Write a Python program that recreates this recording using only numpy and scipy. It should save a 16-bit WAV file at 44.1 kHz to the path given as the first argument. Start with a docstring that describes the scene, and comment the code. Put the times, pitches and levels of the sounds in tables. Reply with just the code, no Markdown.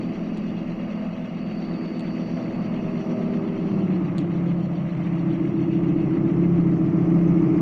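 """A radio-controlled model boat turns on a pond, close by. From the start its motor drives the hull into
a throbbing drone, the propeller shaft whines by friction, gears whirr and water washes. Two small ticks
sound. After three and a half seconds the motor slows, the whine dies away and a third tick follows.
The drone grows louder as the stern comes round; towards the end the hull screens the gears,
a far fountain patters and light air rumbles on the microphone."""
import sys
import numpy as np
from scipy.fft import rfft, irfft, next_fast_len
from scipy.io import wavfile
from scipy.ndimage import uniform_filter1d, map_coordinates

SR = 44100
rng = np.random.default_rng(int(sys.argv[2]) if len(sys.argv) > 2 else 0)


def unload_wav(signal):
    """Save mono or channel-first audio to the path in sys.argv[1] as 16-bit WAV at rate SR, clipped to [-1, 1]."""
    wavfile.write(
        sys.argv[1],
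        SR,
        np.round(np.clip(np.atleast_2d(signal).T, -1, 1) * 32767).astype(np.int16),
    )


N = 335601

# Speed of the drive, with the throttle eased once: t/s, f/Hz (drive cycles a second)
DRIVE_SPEED = [(0, 17.72), (0.8, 17.68), (1.25, 17.53), (1.7, 17.69), (2, 17.4), (2.2, 17.7), (2.6, 17.52),
               (2.8, 17.12), (3.3, 17.02), (3.62, 17.08), (4, 15.14), (4.25, 14.45), (4.55, 14.46),
               (4.95, 14.21), (6.05, 14.34), (6.25, 14.55), (6.8, 14.22), (7.6, 14.4)]
def drive_turns():
    """Phase is the integral of frequency: the drive cycles completed at each sample."""
    return np.cumsum(curve(DRIVE_SPEED)) / SR


def slowed(cruise_hz=17.6, slow_hz=14.35):
    """Normalised loss of speed: about 0 when cruising, about 1 with the throttle eased."""
    return (cruise_hz - curve(DRIVE_SPEED)) / (cruise_hz - slow_hz)


def braking():
    """Deceleration of the drive, smoothed over half a second and scaled to 0-1."""
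    rate = np.maximum(uniform_filter1d(np.gradient(slowed()), SR // 2), 0)
    return rate / rate.max()


# How far the stern has come round: t/s, share (0-1)
STERN_SHARE = [(0, 0.14), (1.3, 0), (3.4, 0.69), (4.9, 0.32), (6.2, 0.86), (7.6, 1)]
def astern():
    """Directivity: the boat is louder the more its stern faces the listener (0-1)."""
    return curve(STERN_SHARE)


# Spectral lines of the drive: order (multiple of the drive frequency), level/dB
DRIVE_LINES = [(7.05, -16.5), (9, -19.5), (9.55, -5), (10, -6.5), (11, -5), (13, -10.5), (13.55, -13),
               (14, -2), (14.3, -11), (15, -16), (16.7, -15.5), (18.33, -11), (19, -13.5), (20, -11.5),
               (20.5, -18), (21, -12.5), (22, -12.5), (22.5, -16.5), (24, -9), (25, -13), (27, -18.5),
               (28, -19.5)]
# Spectrum of the shaking between the lines: order, level/dB
SHAKE_SPECTRUM = [(4, -7), (8, -1), (10, 4.5), (13, 4), (16, -1), (21, 2), (24, -2), (28, 4.5), (40, -27.5)]
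# Frequency response of the hull: f/Hz, level/dB
HULL_RESPONSE = [(50, -24.5), (100, -3), (124, -2), (137, -2), (152, -6), (172, -0.5), (186, -2.5),
                 (212, -5), (248, -3), (280, -1), (326, 3), (355, -6.5), (395, -8), (460, -18.5),
                 (600, -47.5)]
# The hull's upper boom, which fades twice as the boat turns: t/s, level/dB
UPPER_BOOM_LEVEL = [(0, -34.5), (0.75, -37.5), (1.15, -44.5), (1.7, -34.5), (2.8, -36), (3.85, -30),
                    (4.4, -31), (4.85, -38), (5.4, -27), (6.25, -24.5), (6.9, -26), (7.5, -22.5)]
def drone(turns, low_db=-31, stern_db=7, shake_db=-8.0, braking_db=7, flutter_db=1.82, slip_rad=0.2,
          split_hz=258):
    """Forced vibration: the drive's lines and rough shaking boom in the hull's two main resonances."""
    lines = np.zeros(N)
    for order, db in DRIVE_LINES:
        # the uneven load modulates each line in phase and amplitude
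        phase = 2 * np.pi * (order * turns + rng.random()) + slip_rad * wobble(5)
        lines += amp(db + flutter_db * wobble(4)) * np.sin(phase)
    # the shaking runs on the drive's own clock, so it falls in pitch with the lines
    mean_hz = turns[-1] * SR / N
    shake = noise([(order * mean_hz, db) for order, db in SHAKE_SPECTRUM])
    shake = np.interp(turns / mean_hz * SR, np.arange(N), shake)
    hull = coloured(unit(lines) + amp(shake_db + braking_db * braking()) * shake, HULL_RESPONSE)
    low = filtered(hull, lambda hz: 1 / (1 + (hz / split_hz) ** 60))
    low_boom = amp(low_db + stern_db * astern()) * steady(low)
    upper_boom = amp(curve(UPPER_BOOM_LEVEL)) * steady(hull - low)
    return low_boom + upper_boom


# The drone's main note: t/s, level/dB
MAIN_NOTE_LEVEL = [(0, -32), (1.9, -36), (3.5, -32), (4, -25.5), (5.2, -27.5), (5.9, -29), (6.5, -22.5),
                   (7.6, -22)]
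def notes(turns, beat_db=3.0, beat_cycles=9.85, first_beat_cycles=7.5, upper_db=-3, above_edge_db=-13,
          edge_hz=398, edge_width_hz=3, braking_db=-4, top_db=-67, stern_db=23,
          slip_rad=0.083, braking_slip_rad=0.98):
    """Three harmonics set the pitch: one beats slowly, one lies in the upper boom, one is heard astern."""
    beat = np.cos(2 * np.pi * (turns - first_beat_cycles) / beat_cycles)
    main = amp(curve(MAIN_NOTE_LEVEL) + beat_db * beat) * harmonic(turns, 12, slip_rad)
    # the upper note comes out below the edge of the hull's upper resonance, and breaks up in braking
    upper_hz = 23 * curve(DRIVE_SPEED)
    above_edge = 0.5 + 0.5 * np.tanh((upper_hz - edge_hz) / edge_width_hz)
    db = curve(UPPER_BOOM_LEVEL) + upper_db + above_edge_db * above_edge + braking_db * braking()
    upper = amp(db) * harmonic(turns, 23, slip_rad + braking_slip_rad * braking())
    top = amp(top_db + stern_db * astern()) * harmonic(turns, 30, slip_rad)
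    return main + upper + top


def harmonic(turns, order, slip_rad):
    """Random phase modulation of a tone of rms 1 at a multiple of the drive frequency."""
    return np.sqrt(2) * np.sin(2 * np.pi * (order * turns + rng.random()) + slip_rad * wobble(12))


# Spectrum of the deck's buzz: f/Hz, level/dB
DECK_SPECTRUM = [(300, -39.5), (430, -2), (500, 4.5), (590, 4.5), (635, 4.5), (720, 0), (850, -12),
                 (1200, -55.5)]
# The deck buzzes harder: t/s, half length/s, rise/dB
DECK_SWELLS = [(0.2, .2, 3), (1.12, 0.23, 3.5), (2.4, 0.14, 3), (3.17, .16, 3), (4.75, .25, 4.5)]
def deck_buzz(turns, level_db=-45, stern_db=5.5, slow_db=-1.97, waver_db=0.75, line_db=-1,
              deck_hz=636, width_hz=40):
    """Resonance: the deck buzzes, and sings when a high line of the drive meets its natural frequency."""
    line = np.sin(2 * np.pi * 37 * turns + 0.5 * wobble(14))
    singing = resonance(line, deck_hz, width_hz)
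    rise_db = swells(DECK_SWELLS)
    db = level_db + stern_db * astern() + slow_db * slowed() + rise_db + waver_db * wobble(5)
    return amp(db) * (noise(DECK_SPECTRUM) + amp(line_db + rise_db) * singing)


# Spectrum of the wash: f/Hz, level/dB
WASH_SPECTRUM = [(300, -8.5), (600, 0.5), (850, 0.5), (1000, -1.5), (1200, 0.5), (1350, -4), (1500, -19),
                 (2000, -21), (4000, -53)]
# Spectrum of the churning at the propeller: f/Hz, level/dB
CHURN_SPECTRUM = [(900, -27), (1500, -0.5), (1800, -1), (2100, 3), (2450, -3.5), (2800, -6.5),
                  (3200, -13.5), (3650, -23.5), (4300, -26.5), (5000, -28.5), (7000, -31), (9000, -43.5),
                  (14000, -61)]
def water(turns, wash_db=-47.5, stern_db=4.5, braking_db=2, churn_db=-51.5, surge_db=1.0,
          splash_db=1.98, drift_db=0.64):
    """Flow noise: a soft wash, and churning at the propeller that surges every second drive cycle."""
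    surge = surge_db * np.sin(np.pi * turns + 0.49 * wobble(2))
    churn = noise(CHURN_SPECTRUM) * amp(churn_db + surge + splash_db * wobble(110))
    wash = noise(WASH_SPECTRUM)
    wash *= amp(wash_db + stern_db * astern() + braking_db * braking() + 0.93 * wobble(40))
    return amp(drift_db * wobble(3)) * (wash + churn)


# The shaft's whine: t/s, level/dB
WHINE_LEVEL = [(0, -61.5), (1.25, -65), (1.55, -58), (2.1, -57), (2.75, -61.5), (3.72, -63.5), (4, -77),
               (7.6, -78)]
def shaft_whine(turn_hz=43, pitch_hz=4510, sag_hz=260, brake_sag_hz=260, waver_hz=22, trim_db=-1,
                scrape_db=-4, patchy_db=2.0, lock_growth=1.3, brake_lock=0.8, grip=0.18, slip_rad=0.65):
    """Friction: the shaft rubs its tube once a turn, a whine over a scrape; braking lowers the whine."""
    whine_db = curve(WHINE_LEVEL)
    angle = 2 * np.pi * turn_hz * np.arange(N) / SR + 0.5 * wobble(4.7)
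    contact = unit(1 + grip * (np.cos(angle) + np.cos(2 * angle + 1) + np.cos(3 * angle)))
    # the harder it rubs or brakes, the more the scrape locks into one steady tone
    lock = np.maximum(amp(lock_growth * (whine_db - whine_db.max())), brake_lock * braking())
    hz = pitch_hz - sag_hz * slowed() - brake_sag_hz * braking() + waver_hz * (1 - lock) * wobble(7)
    tone = np.sqrt(2) * np.sin(2 * np.pi * np.cumsum(hz) / SR + slip_rad * wobble(110))
    scrape = amp(scrape_db + patchy_db * wobble(8)) * ring(centre_hz=4580, width_hz=400)
    return amp(whine_db + trim_db) * contact * (lock * tone + scrape)


# Resonances of the gear case: f/Hz, width/Hz, level/dB
GEAR_CASE_MODES = [(2580, 55, 0.5), (2765, 150, -2), (2840, 70, -3)]
# The gears rasp harder: t/s, half length/s, rise/dB
GEAR_RASPS = [(1.0, .4, 3.5), (2.8, .15, 3.5), (3.85, .15, 3), (5.9, .3, 6.5)]
def gears(turns, whirr_db=-60.5, slow_db=-5.0, surge_db=3):
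    """The gear case whirrs in its normal modes; when slow it is quieter and surges every second cycle."""
    case = sum(amp(db) * ring(hz, width_hz) for hz, width_hz, db in GEAR_CASE_MODES)
    surge = surge_db * np.sin(np.pi * turns + 0.5 * wobble(2))
    return amp(whirr_db + (slow_db + surge) * slowed() + swells(GEAR_RASPS) - hull_shadow()) * case


# Loose metal parts along the shaft: f/Hz, spread in log pitch, level/dB
FITTING_MODES = [(2740, .07, 0), (3290, 0.045, -1.5), (3935, 0.027, -6), (4420, 0.023, -5.5),
                 (5730, 0.03, -10.5), (6470, 0.03, -17.5)]
def chatter(turns, level_db=-64, slow_db=-1, cycles_per_20db=100, scatter_db=2.0, surge_db=4,
            blows=900, attack_s=0.00092):
    """Damped free vibration: loose parts ring under tiny blows, stronger every second drive cycle."""
    t = np.arange(SR // 28) / SR
    surge = amp(surge_db * np.sin(np.pi * turns + 0.48 * wobble(1.8)))
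    out = np.zeros(N)
    for centre_hz, spread, db in FITTING_MODES:
        when, pitch, size = rng.random((blows, 3)).T
        starts = (when * (N - 1)).astype(int)
        hz = centre_hz * np.exp(2 * spread * (2 * pitch[:, None] - 1))
        strength = surge[starts] * amp(-scatter_db * np.log(0.019 + size))
        envelope = amp(-20 * centre_hz * t / cycles_per_20db) * (1 - np.exp(-t / attack_s))
        rings = strength[:, None] * np.sin(2 * np.pi * hz * t) * envelope
        out += amp(db) * unit(superpose(rings, starts))
    return amp(level_db + slow_db * slowed() - hull_shadow()) * out


def hull_shadow(start_s=5.75, db_per_s=7):
    """Acoustic shadow: the loss in dB as the hull comes in front of the gears and fittings."""
    return db_per_s * np.maximum(np.arange(N) / SR - start_s, 0)


# Spectrum of the rubbing in the shaft's tube: f/Hz, level/dB
TUBE_SPECTRUM = [(2500, -35.5), (3200, -2), (3450, 2.5), (3700, -14.5), (3930, -0.5), (4100, -11),
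                 (4750, -7.5), (5100, -5), (5400, -6.5), (5750, 4), (6300, -15), (6900, -15), (7600, -26.5),
                 (11000, -42.5)]
# The shaft rubs harder: t/s, half length/s, rise/dB (the hiss takes half the rise)
SHAFT_SCRAPES = [(0.3, 0.27, 6), (2.28, 0.21, 12.5), (3.08, 0.24, 11), (3.75, .2, 7)]
def shaft_hiss(level_db=-72, slow_db=-3, rasp_db=2, squeal_hz=5760, squeal_width_hz=420, squeal_db=-6):
    """Friction noise excites the tube's resonances; in a few scrapes it swells and one stands out."""
    rise = amp(swells(SHAFT_SCRAPES))
    hiss = np.sqrt(rise) * noise(TUBE_SPECTRUM)
    squeal = amp(squeal_db) * (rise - 1) * ring(squeal_hz, squeal_width_hz)
    return amp(level_db + slow_db * slowed() + rasp_db * wobble(35)) * (hiss + squeal)


def whistle(turns, pitch_hz=8220, level_db=-90, start_s=5.0, length_s=0.68, ramp_s=0.06, surge_db=4):
    """Amplitude-modulated narrow-band noise: a faint whistle pulses briefly once the boat has slowed."""
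    t = np.arange(N) / SR - start_s
    gate = np.clip(np.minimum(t, length_s - t) / ramp_s, 0, 1)
    return amp(level_db + surge_db * np.sin(np.pi * turns)) * gate * ring(pitch_hz, width_hz=70)


# Small ticks: t/s, level/dB, rebound gap/s
TICK_EVENTS = [(0.374, -35.5, .007), (1.9957, -31, 0.012), (4.183, -24.5, .0061)]
# Spectrum of a tick: f/Hz, level/dB
TICK_SPECTRUM = [(1000, -17.5), (2000, -6), (2800, -1), (3600, 2), (4550, 4), (4950, -19), (6200, -14.5),
                 (6700, -6.5), (9400, -14), (10300, -30), (15000, -35.5)]
def ticks(contact_db=14, rebound_db=5, tail_db=-29, tail_t60_s=0.14):
    """Impulse excitation: each tick is a sharp contact, two weaker rebounds and a short fizzing tail."""
    t = np.arange(N) / SR
    tails, contacts = np.zeros(N), np.zeros(N)
    for start_s, db, gap_s in TICK_EVENTS:
        decay = (t >= start_s) * amp(-60 * np.clip((t - start_s) / tail_t60_s, 0, 2))
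        tails += amp(db + tail_db) * decay
        for k in range(3):
            contacts[round((start_s + k * gap_s) * SR)] += amp(db + contact_db - rebound_db * k * k)
    return coloured(contacts + 2 * tails * rng.standard_normal(N), TICK_SPECTRUM)


# A fountain across the pond comes round in front of the microphone: t/s, level/dB
FOUNTAIN_LEVEL = [(0, -80.5), (5, -71), (6.2, -62), (6.9, -58), (7.61, -54)]
# Spectrum of its spray: f/Hz, level/dB
SPRAY_SPECTRUM = [(900, 0), (1200, 5.5), (1500, -7), (2200, 4), (2800, -3), (3500, -13), (4500, -10),
                  (6300, -9), (7300, -22.5), (9000, -29.5)]
def fountain(scatter_db=1.6, cycles_per_20db=75, low_hz=1000, high_hz=8500, hiss_db=2, drops=3500,
             attack_s=0.0011):
    """Bubble resonance: each drop traps air that rings at its own pitch; the smallest blend to a hiss."""
    t = np.arange(SR // 32) / SR
    when, size, pitch = rng.random((drops, 3, 1)).transpose(1, 0, 2)
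    hz = low_hz * (high_hz / low_hz) ** pitch
    strength = amp(-scatter_db * np.log(0.02 + size)) * np.sqrt(hz)
    envelope = amp(-20 * hz * t / cycles_per_20db) * (1 - np.exp(-t / attack_s)) * (1 - t / t[-1])
    bubbles = strength * envelope * np.sin(2 * np.pi * hz * t)
    patter = superpose(bubbles, starts=(when * (N - 1)).astype(int))
    spray = unit(patter) + amp(hiss_db) * rng.standard_normal(N)
    return amp(curve(FOUNTAIN_LEVEL)) * unit(coloured(spray, SPRAY_SPECTRUM))


# Wind on the microphone: t/s, level/dB
WIND_LEVEL = [(0, -50), (5.5, -50), (6.6, -43.5), (7.61, -46.5)]
# Spectrum of its rumble: f/Hz, level/dB
WIND_SPECTRUM = [(5, -15), (14, -2), (25, 1.5), (40, -16), (70, -6.5), (150, -25), (500, -80.5)]
# Spectrum of the microphone's own hiss: f/Hz, level/dB
SELF_NOISE_SPECTRUM = [(100, 7.5), (7000, 1.5), (10000, -6.5), (14000, -7), (14800, 15.5), (15500, 4.5)]
def air(gust_db=0.6, hiss_db=-79):
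    """Pressure fluctuations of light gusts rumble on the microphone, over its self-noise."""
    rumble = amp(curve(WIND_LEVEL) + gust_db * wobble(3)) * noise(WIND_SPECTRUM)
    return rumble + amp(hiss_db) * noise(SELF_NOISE_SPECTRUM)


def amp(db):
    """Amplitude ratio of a level in dB."""
    return 10 ** (np.asarray(db) / 20)


def unit(x):
    """Normalisation to rms 1."""
    return x / np.sqrt(np.mean(x ** 2) + 1e-20)


def steady(x):
    """Normalisation to rms 1 over a sliding half second, which keeps the faster throb."""
    return x / np.sqrt(np.abs(uniform_filter1d(x ** 2, SR // 2)) + 1e-20)


def curve(rows):
    """Linear interpolation of (t/s, value) rows, one value a sample."""
    return np.interp(np.arange(N) / SR, *np.transpose(rows))


def swells(rows):
    """Gaussian rises in dB from (t/s, half length/s, rise/dB) rows."""
    t = np.arange(N) / SR
    return sum(db * np.exp(-((t - peak_s) / half_s) ** 2) for peak_s, half_s, db in rows)


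def wobble(rate):
    """Smooth random modulation: a spline through `rate` random knots a second."""
    knots = rng.standard_normal(1024)
    coarse = np.arange(0, N + 64, 64)
    return np.interp(np.arange(N), coarse, map_coordinates(knots, [coarse * rate / SR], mode="wrap"))


def superpose(grains, starts):
    """Superposition of short sounds, one a row, each from its own starting sample."""
    samples = starts.reshape(-1, 1) + np.arange(grains.shape[1])
    return np.bincount(samples.ravel(), grains.ravel(), N)[:N]


def filtered(x, response):
    """Linear filtering: the spectrum of x times a function of frequency."""
    size = next_fast_len(N + 8192)
    return irfft(rfft(x, size) * response(np.fft.rfftfreq(size, 1 / SR)), size)[:N]


def coloured(x, spectrum):
    """Spectral shaping by (f/Hz, level/dB) rows, interpolated in log frequency."""
    row_hz, row_db = np.transpose(spectrum)
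    return filtered(x, lambda hz: amp(np.interp(np.log(hz + 1e-3), np.log(row_hz), row_db)))


def noise(spectrum):
    """Gaussian noise of rms 1 with the given spectral shape."""
    return unit(coloured(rng.standard_normal(N), spectrum))


def resonance(x, centre_hz, width_hz):
    """Band-pass filtering by one Lorentzian peak."""
    return filtered(x, lambda hz: 1 / (1 + (2 * (hz - centre_hz) / width_hz) ** 2))


def ring(centre_hz, width_hz):
    """Narrow-band noise of rms 1: one resonance under random excitation."""
    return unit(resonance(rng.standard_normal(N), centre_hz, width_hz))


def scene():
    """Superposition of the boat and its surroundings on open water, in one channel."""
    turns = drive_turns()
    motor = notes(turns) + drone(turns) + deck_buzz(turns)
    running_gear = shaft_whine() + shaft_hiss() + gears(turns) + chatter(turns) + whistle(turns)
    return (motor + running_gear + water(turns) + fountain() + ticks() + air())[None]


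def record(dry, limit_hz=15550):
    """Band limiting: an ideal low-pass filter keeps nothing above the limit."""
    return np.array([filtered(channel, lambda hz: hz < limit_hz) for channel in dry])


dry = scene()
out = record(dry)
unload_wav(out)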